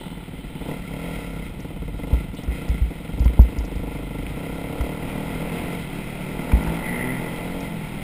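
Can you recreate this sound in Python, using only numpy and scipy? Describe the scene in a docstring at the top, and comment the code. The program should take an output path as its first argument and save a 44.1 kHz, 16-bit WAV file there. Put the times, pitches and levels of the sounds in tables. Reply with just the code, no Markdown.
"""A rough dirt trail, heard from the rider's seat of a quad through the microphone of a mounted camera.
Close up, the single-cylinder four-stroke pulls away in blips: firings ring the exhaust, valve gear rasps.
A second quad revs a few lengths ahead, and a dirt bike idling at the trail side is left behind.
The frame rumbles and tyres crunch; bumps thump and tick the mount, clank metal and knock the bodywork.
The camera samples coarsely and holds each sample, which mirrors the sound into a thin treble fizz."""
import sys
import numpy as np
from scipy import signal
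from scipy.fft import rfft, irfft
from scipy.io import wavfile
from scipy.ndimage import uniform_filter1d

SR = 44100
rng = np.random.default_rng(int(sys.argv[2]) if len(sys.argv) > 2 else 0)


def wrap_up_sound(samples):
    """Save the sound to the file named by the first command line argument, as 16-bit audio."""
    columns = np.atleast_2d(samples).T
    # keep every value between -1 and 1, then stretch to whole-number steps
    tamed = np.clip(columns, -1, 1)
    steps = np.round(tamed * 32767).astype(np.int16)
    wavfile.write(sys.argv[1], SR, steps)


N = 354112
TIME = np.arange(N) / SR

# engine speed of the quad under the microphone: time_s, firing_hz
OWN_REVS = [(0, 18.68), (.61, 17.95), (.7, 38.91), (.9, 33.01), (1.05, 44.24), (1.18, 36.09), (1.42, 31.5),
            (1.58, 17.74), (1.94, 16.83), (2.12, 32.83), (2.35, 17.8), (2.57, 30.18), (2.7, 32.13),
            (2.91, 19.8), (3.29, 26.41), (4.23, 25.14), (4.44, 33.05), (5.74, 44.5), (5.91, 34.6),
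            (6.97, 43.2), (7.28, 41.29), (7.62, 46.5), (7.82, 38.28), (8.03, 41.65)]
# blips and pulls of its throttle: open_s, close_s, bark_at_cruise_db
THROTTLE_PULLS = [(0.6, 0.665, -31), (0.88, 1.436, -36.5), (1.571, 1.847, -40), (1.94, 2.15, -32),
                  (2.336, 2.7, -35.5), (2.884, 3.105, -37), (3.153, 4.924, -32), (5.0, 5.73, -35.5),
                  (5.858, 5.992, -42), (6.258, 7.06, -37), (7.19, 7.62, -36)]
# its exhaust pipe resonances: pitch_hz, width_hz, gain_db
PIPE_MODES = [(282.8, 80, 9.5), (467, 100, 5.5), (550, 31, -21), (576, 32, -4.5), (680.3, 21, -2),
              (861.5, 73, -3), (981, 43, -5.5), (1387, 100, -13.5)]
# its silencer chamber resonances: pitch_hz, width_hz, gain_db
SILENCER_MODES = [(105, 19, -15), (163.6, 30.4, 1), (193, 23, -13.5)]
# engine casing and camera housing resonances: pitch_hz, width_hz, gain_db
CASING_MODES = [(1362, 98, 5.5), (2063, 97, 3.5), (2182, 72, -1), (2516, 350, -4), (3150, 223, -4),
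                (3730, 160, -10.5), (4865, 214, -10)]
# the quad ahead, as heard from the seat: time_s, firing_hz, level_db
AHEAD_REVS = [(0, 47.01, -36.5), (.32, 32.02, -47.5), (.76, 40.27, -46), (1.1, 33.02, -55),
              (2.6, 37.85, -45), (4.3, 38.15, -59), (5.0, 48.05, -39), (5.4, 50.61, -37),
              (6.15, 44.4, -42.5), (6.58, 52.4, -30.5), (7.15, 64.97, -31), (7.45, 55.9, -40.5),
              (8.03, 53, -39.5)]
# its exhaust resonances: pitch_hz, width_hz, gain_db
AHEAD_PIPE_MODES = [(169.4, 100, -4.5), (234, 134, -1.5), (332, 133, -10.5), (510, 430, -16),
                    (620, 40, -29), (857.4, 74, -8), (1381, 89, -15.5)]
# the dirt bike falling behind: time_s, level_db
BIKE_LEVELS = [(0, -44), (.3, -54.5), (.65, -50), (1.1, -66), (1.8, -56), (8.03, -60)]
# frame and tyres below the seat: time_s, rumble_db, crunch_db
RIDE_LEVELS = [(0, -40, -41.5), (1.5, -34.5, -44.5), (3.9, -33, -42), (5.5, -35.5, -35.5),
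               (6.3, -40, -35.5), (8.03, -37.5, -36)]
# frame resonances: pitch_hz, width_hz, gain_db
FRAME_MODES = [(37.6, 8.1, -6), (49, 3, 5), (92, 220, -8)]
# spectrum of tyres rolling on dirt: frequency_hz, relative_db
DIRT_SPECTRUM = [(20, 2), (60, -47), (130, -1.5), (400, -10), (860, -14.5), (1150, -21.5), (1380, -23),
                 (1680, -24), (2400, -17), (3300, -28.5), (4500, -37.5), (6000, -48)]
# plastic ticks of the mount: start_s, relative_db
MOUNT_TICKS = [(1.6023, -36.5), (2.3466, -36.5), (2.434, -36), (2.6886, -30.5), (3.1956, -32),
               (3.2445, -33), (3.4176, -33), (3.586, -28.5), (3.6481, -35), (3.758, -38), (4.809, -37),
               (6.637, -34), (7.605, -31.5)]
# the mount's ring: pitch_hz, width_hz, gain_db
MOUNT_MODES = [(4500, 450, -5), (5050, 450, 0), (5600, 600, -3)]
# bumps that jolt the mount: start_s, sway_peak_db, contact_relative_db
BUMPS = [(2.127, -7.8, -13), (2.479, -14.5, -28), (2.692, -12, -34), (2.813, -10, -26), (3.129, -20.5, -18),
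         (3.201, -9.5, -15), (3.255, -6.5, -11), (3.392, 1.6, -7), (3.579, -16, -31), (3.759, -22, -16),
         (4.801, -15, -31), (6.531, -6, -14), (6.669, -20, -13)]
# clanks of a metal part: start_s, relative_db
METAL_CLANKS = [(2.199, -31), (3.279, -22.5), (4.266, -19), (6.52, -17)]
# the metal part's ring: pitch_hz, width_hz, gain_db
METAL_MODES = [(1420, 130, -3), (2270, 170, 7), (2410, 150, 3.5), (3190, 170, -11)]
# knocks of the bodywork: start_s, relative_db
BODYWORK_KNOCKS = [(3.257, -27), (4.809, -22), (6.517, -17.5), (6.674, -20)]
# the bodywork's ring: pitch_hz, width_hz, gain_db
BODYWORK_MODES = [(560, 200, -6), (970, 65, 14.5), (1310, 170, 6), (2470, 140, -3), (2900, 200, -30)]

CRUISE_HZ = 32  # firing rate at cruising speed
# levels at cruise with the throttle shut, and their change per octave of engine speed
BARK_DB, BARK_DB_PER_OCT = -49, -11
BOOM_DB, BOOM_DB_PER_OCT = -35, 5
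RASP_DB, RASP_DB_PER_OCT = -45.5, 6.5
BOOM_OPEN_DB, RASP_OPEN_DB = 0.13, 2  # added by an open throttle
PULL_DB_PER_OCT = -5  # under load the firings grow weaker as they crowd together


def undb(db):
    """Decibels to gain."""
    return 10 ** (np.asarray(db) / 20)


def unit(x):
    """Scale to rms 1."""
    return x / np.sqrt(np.mean(x ** 2))


def curves(table):
    """Each column after the time as a value per sample."""
    times, *columns = np.transpose(table)
    return [np.interp(TIME, times, column) for column in columns]


def noise():
    """White noise."""
    return rng.standard_normal(N)


def wander(rate_hz):
    """Slow drift at rms 1: random levels, held and smoothed twice."""
    hold = int(SR / rate_hz)
    steps = np.repeat(rng.standard_normal(N // hold + 1), hold)
    return unit(uniform_filter1d(uniform_filter1d(steps, hold), hold)[:N])


def cut(x, hz, kind, order=2):
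    """Low-pass or high-pass."""
    return signal.sosfilt(signal.butter(order, hz, kind, fs=SR, output="sos"), x)


def ring(x, modes):
    """Pass a drive through parallel resonances."""
    return sum(undb(db) * signal.lfilter(*signal.iirpeak(hz, hz / width, fs=SR), x)
               for hz, width, db in modes)


def ring_twice(x, modes):
    """Each resonance twice, as in a chain of chambers: the ring swells briefly, the valleys stay dark."""
    return sum(ring(ring(x, [(hz, width, 0)]), [(hz, width, db)]) for hz, width, db in modes)


def add(track, start_s, sound):
    """Mix a sound into a track."""
    start = int(start_s * SR)
    track[start:start + len(sound)] += sound[:N - start]


def echo(x, lag_s, db):
    """A sound with one reflection of itself."""
    return x + undb(db) * np.interp(TIME - lag_s, TIME, x, left=0)


def pulse_train(hz, phase, jitter_s, scatter_db):
    """One pulse per cycle, uneven in time and size, with the same power at any speed."""
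    cycles = phase + np.cumsum(hz) / SR
    at = np.flatnonzero(np.diff(np.floor(cycles)))
    timing, size = rng.standard_normal((len(at), 2)).T
    shift = (np.broadcast_to(jitter_s, N)[at] * SR * timing).astype(int)
    at = np.clip(at + shift, 0, N - 1)
    pulses = np.zeros(N)
    pulses[at] = undb(np.broadcast_to(scatter_db, N)[at] * size) * np.sqrt(SR / hz[at])
    return pulses


def puffs(pulses, decay_s):
    """A burst of noise that dies away after each pulse."""
    envelope = signal.lfilter([1], [1, -np.exp(-1 / (decay_s * SR))], pulses)
    return unit(envelope * noise())


def throttle(octaves, opening_s=0.034, closing_s=0.15):
    """How far the throttle is open (0-1), and the gain of the exhaust bark at these revs."""
    opening, pull_gain = 0, 0
    for open_s, close_s, db in THROTTLE_PULLS:
        rise, fall = (TIME - open_s) / opening_s, 1 - (TIME - close_s) / closing_s
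        pull = np.clip(np.minimum(rise, fall), 0, 1)
        opening = np.minimum(opening + pull, 1)
        pull_gain += pull * undb(db + PULL_DB_PER_OCT * octaves)
    shut_gain = (1 - opening) * undb(BARK_DB + BARK_DB_PER_OCT * octaves)
    return opening, pull_gain + shut_gain


def baffles(x, lags_s=(.0011, .0019), reflection=0.47):
    """Exhaust baffles spread each pulse over a few milliseconds and leave its colour alone."""
    for lag_s in lags_s:
        loop = np.r_[1, np.zeros(int(lag_s * SR)), reflection]
        x = signal.lfilter(loop[::-1], loop, x)
    return x


def exhaust_bark(pulses, gas, firing_hz):
    """Each pressure pulse comes back from the pipe's open end and, with the rushing gas, rings the pipe."""
    blow = baffles(echo(pulses, lag_s=.007, db=-12))
    bark = ring_twice(blow + gas, PIPE_MODES) + undb(-14) * cut(blow, 847, "low", order=4)
    # faster gas flow makes a brighter bark
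    flow = np.clip((firing_hz - 28) / 18, 0, 1)
    edge = undb(13) * cut(bark, 590, "high", order=1) + ring(bark, [(660, 117, 7.4)])
    return unit(cut(cut(bark + flow * edge, 119, "high"), 2470, "low"))


def silencer_boom(pulses, gas):
    """Pulses and gas ring the low resonances of the silencer chamber."""
    chamber = ring(pulses + gas / 2, SILENCER_MODES)
    return unit(cut(cut(chamber, 134, "high"), 256, "low"))


def valve_rasp(pulses, firing_hz):
    """The valve gear clatters through the casing once a crank turn, twice per firing."""
    tappets = pulse_train(2 * firing_hz, phase=.3, jitter_s=0.0014, scatter_db=1.5)
    drive = noise() * undb(1.6 * wander(25))
    drive += undb(-6.5) * puffs(tappets, decay_s=0.0026)
    drive += undb(-5.5) * puffs(pulses, decay_s=0.0056)
    casing = ring(drive, CASING_MODES)
    return unit(cut(cut(casing, 1477, "high", order=6), 3210, "low"))


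def own_quad():
    """The engine right under the microphone: its firings drive bark, boom and rasp."""
    firing_hz, = curves(OWN_REVS)
    octaves = np.log2(firing_hz / CRUISE_HZ)
    opening, bark_gain = throttle(octaves)
    boom_db = BOOM_DB + BOOM_DB_PER_OCT * octaves + BOOM_OPEN_DB * opening
    rasp_db = RASP_DB + RASP_DB_PER_OCT * octaves + RASP_OPEN_DB * opening
    # firings are lumpy near idle and even out as the revs rise
    slowness = CRUISE_HZ / firing_hz
    pulses = pulse_train(firing_hz, phase=.84, jitter_s=.00005 * slowness ** 5, scatter_db=1.02 * slowness)
    gas = undb(-15.5) * slowness * puffs(pulses, decay_s=.009)
    return (exhaust_bark(pulses, gas, firing_hz) * bark_gain
            + silencer_boom(pulses, gas) * undb(boom_db)
            + valve_rasp(pulses, firing_hz) * undb(rasp_db))


def quad_ahead():
    """A second single-cylinder engine a few lengths away, and the buzz it shakes from the housing."""
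    firing_hz, level_db = curves(AHEAD_REVS)
    pulses = pulse_train(firing_hz, phase=.4, jitter_s=.00005, scatter_db=1)
    gas = undb(-14) * puffs(pulses, decay_s=.006)
    # the bank beside the trail throws the exhaust note back
    exhaust = echo(ring_twice(pulses + gas, AHEAD_PIPE_MODES), lag_s=.024, db=-9.5)
    shake = pulses + puffs(pulses, decay_s=0.024)
    buzz = ring_twice(shake, [(2003, 250, 0)]) * undb(2 * wander(22))
    swell_db = 9.5 * np.exp(-((TIME - 7.04) / .22) ** 2)  # one swell, near the highest revs
    return unit(exhaust) * undb(level_db) + unit(buzz) * undb(level_db - 13.5 + swell_db)


def idling_bike():
    """A dirt bike at the trail side: only the bright tick of its valve gear carries over the quads."""
    level_db, = curves(BIKE_LEVELS)
    tappets = pulse_train(np.full(N, 31.), phase=.6, jitter_s=0.0011, scatter_db=8.5)
    drive = puffs(tappets, decay_s=0.039) + noise()
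    ticking = ring_twice(drive, [(3080, 510, 5.5), (3450, 200, 5), (3820, 340, 0)])
    return unit(ticking) * undb(level_db)


def frame_and_tyres():
    """Below the seat, the frame rumbles over ruts while the tyres crunch on dirt."""
    rumble_db, crunch_db = curves(RIDE_LEVELS)
    frame = unit(cut(ring(noise(), FRAME_MODES), 183, "low"))
    rumble = frame * undb(rumble_db + wander(6.9))
    hz, db = np.transpose(DIRT_SPECTRUM)
    bins_hz = np.linspace(1, SR / 2, N // 2 + 1)
    colour = undb(np.interp(np.log(bins_hz), np.log(hz), db))
    crunch = unit(irfft(rfft(noise()) * colour, N))
    return rumble + crunch * undb(crunch_db + 1.56 * wander(8.3))


def clatter(hits, modes, decay_s, gain_db):
    """Short gritty contacts that ring a part."""
    track, t = np.zeros(N), TIME[:SR // 16]
    for start_s, db in hits:
        hit = ring(rng.standard_normal(len(t)) * np.exp(-t / decay_s), modes)
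        add(track, start_s, hit * undb(db + gain_db) / np.abs(hit).max())
    return track


def mount_ticks():
    """Small plastic contacts ring the mount, right at the microphone."""
    return cut(clatter(MOUNT_TICKS, MOUNT_MODES, decay_s=0.0049, gain_db=-1), 4500, "high", order=4)


def mount_thumps(sway_hz=57.2, sway_t60_s=0.19, strike_s=0.0017):
    """Each bump pushes the camera, which sways on its mount and strikes the mount's stop."""
    track, t = np.zeros(N), TIME[:SR // 3]
    sway = np.cos(2 * np.pi * sway_hz * t) * np.exp(-np.log(1000) * t / sway_t60_s)
    strike = np.sin(np.pi * np.minimum(t / strike_s, 1)) ** 2
    knock = ring(strike, [(212, 58, 11), (560, 150, -4), (890, 180, 4.5)])
    knock /= np.abs(knock).max()
    for start_s, db, contact_db in BUMPS:
        push_s = .005 / np.cbrt(undb(db))  # weaker bumps push for longer
        push = np.sin(np.pi * np.minimum(t / push_s, 1)) ** 2
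        swing = signal.fftconvolve(push, sway)[:len(t)]
        add(track, start_s, undb(db) * (swing / np.abs(swing).max() + undb(contact_db) * knock))
    return track


def metal_clanks():
    """Sharp contacts ring a metal part brightly."""
    return cut(clatter(METAL_CLANKS, METAL_MODES, decay_s=0.0017, gain_db=-1), 2850, "low", order=3)


def bodywork_knocks():
    """Brief contacts ring the bodywork with a dull knock."""
    return clatter(BODYWORK_KNOCKS, BODYWORK_MODES, decay_s=0.0034, gain_db=-3.5)


def scene():
    """The engines, the trail and the jolts of the ride as they reach the microphone, in mono."""
    jolts = mount_ticks() + mount_thumps() + metal_clanks() + bodywork_knocks()
    return (own_quad() + quad_ahead() + idling_bike() + frame_and_tyres() + jolts)[None]


def record(dry, hold_hz=12000, top_hz=15400):
    """The camera samples coarsely, clips and holds each sample, mirroring the sound about its rate."""
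    coarse = np.clip(signal.resample_poly(dry, hold_hz, SR, axis=1), -1, 1)
    held = signal.resample_poly(np.repeat(coarse, 4, axis=1), SR, 4 * hold_hz, axis=1)
    return signal.sosfilt(signal.ellip(10, .1, 80, top_hz, fs=SR, output="sos"), held[:, :N])


dry = scene()
out = record(dry)
wrap_up_sound(out)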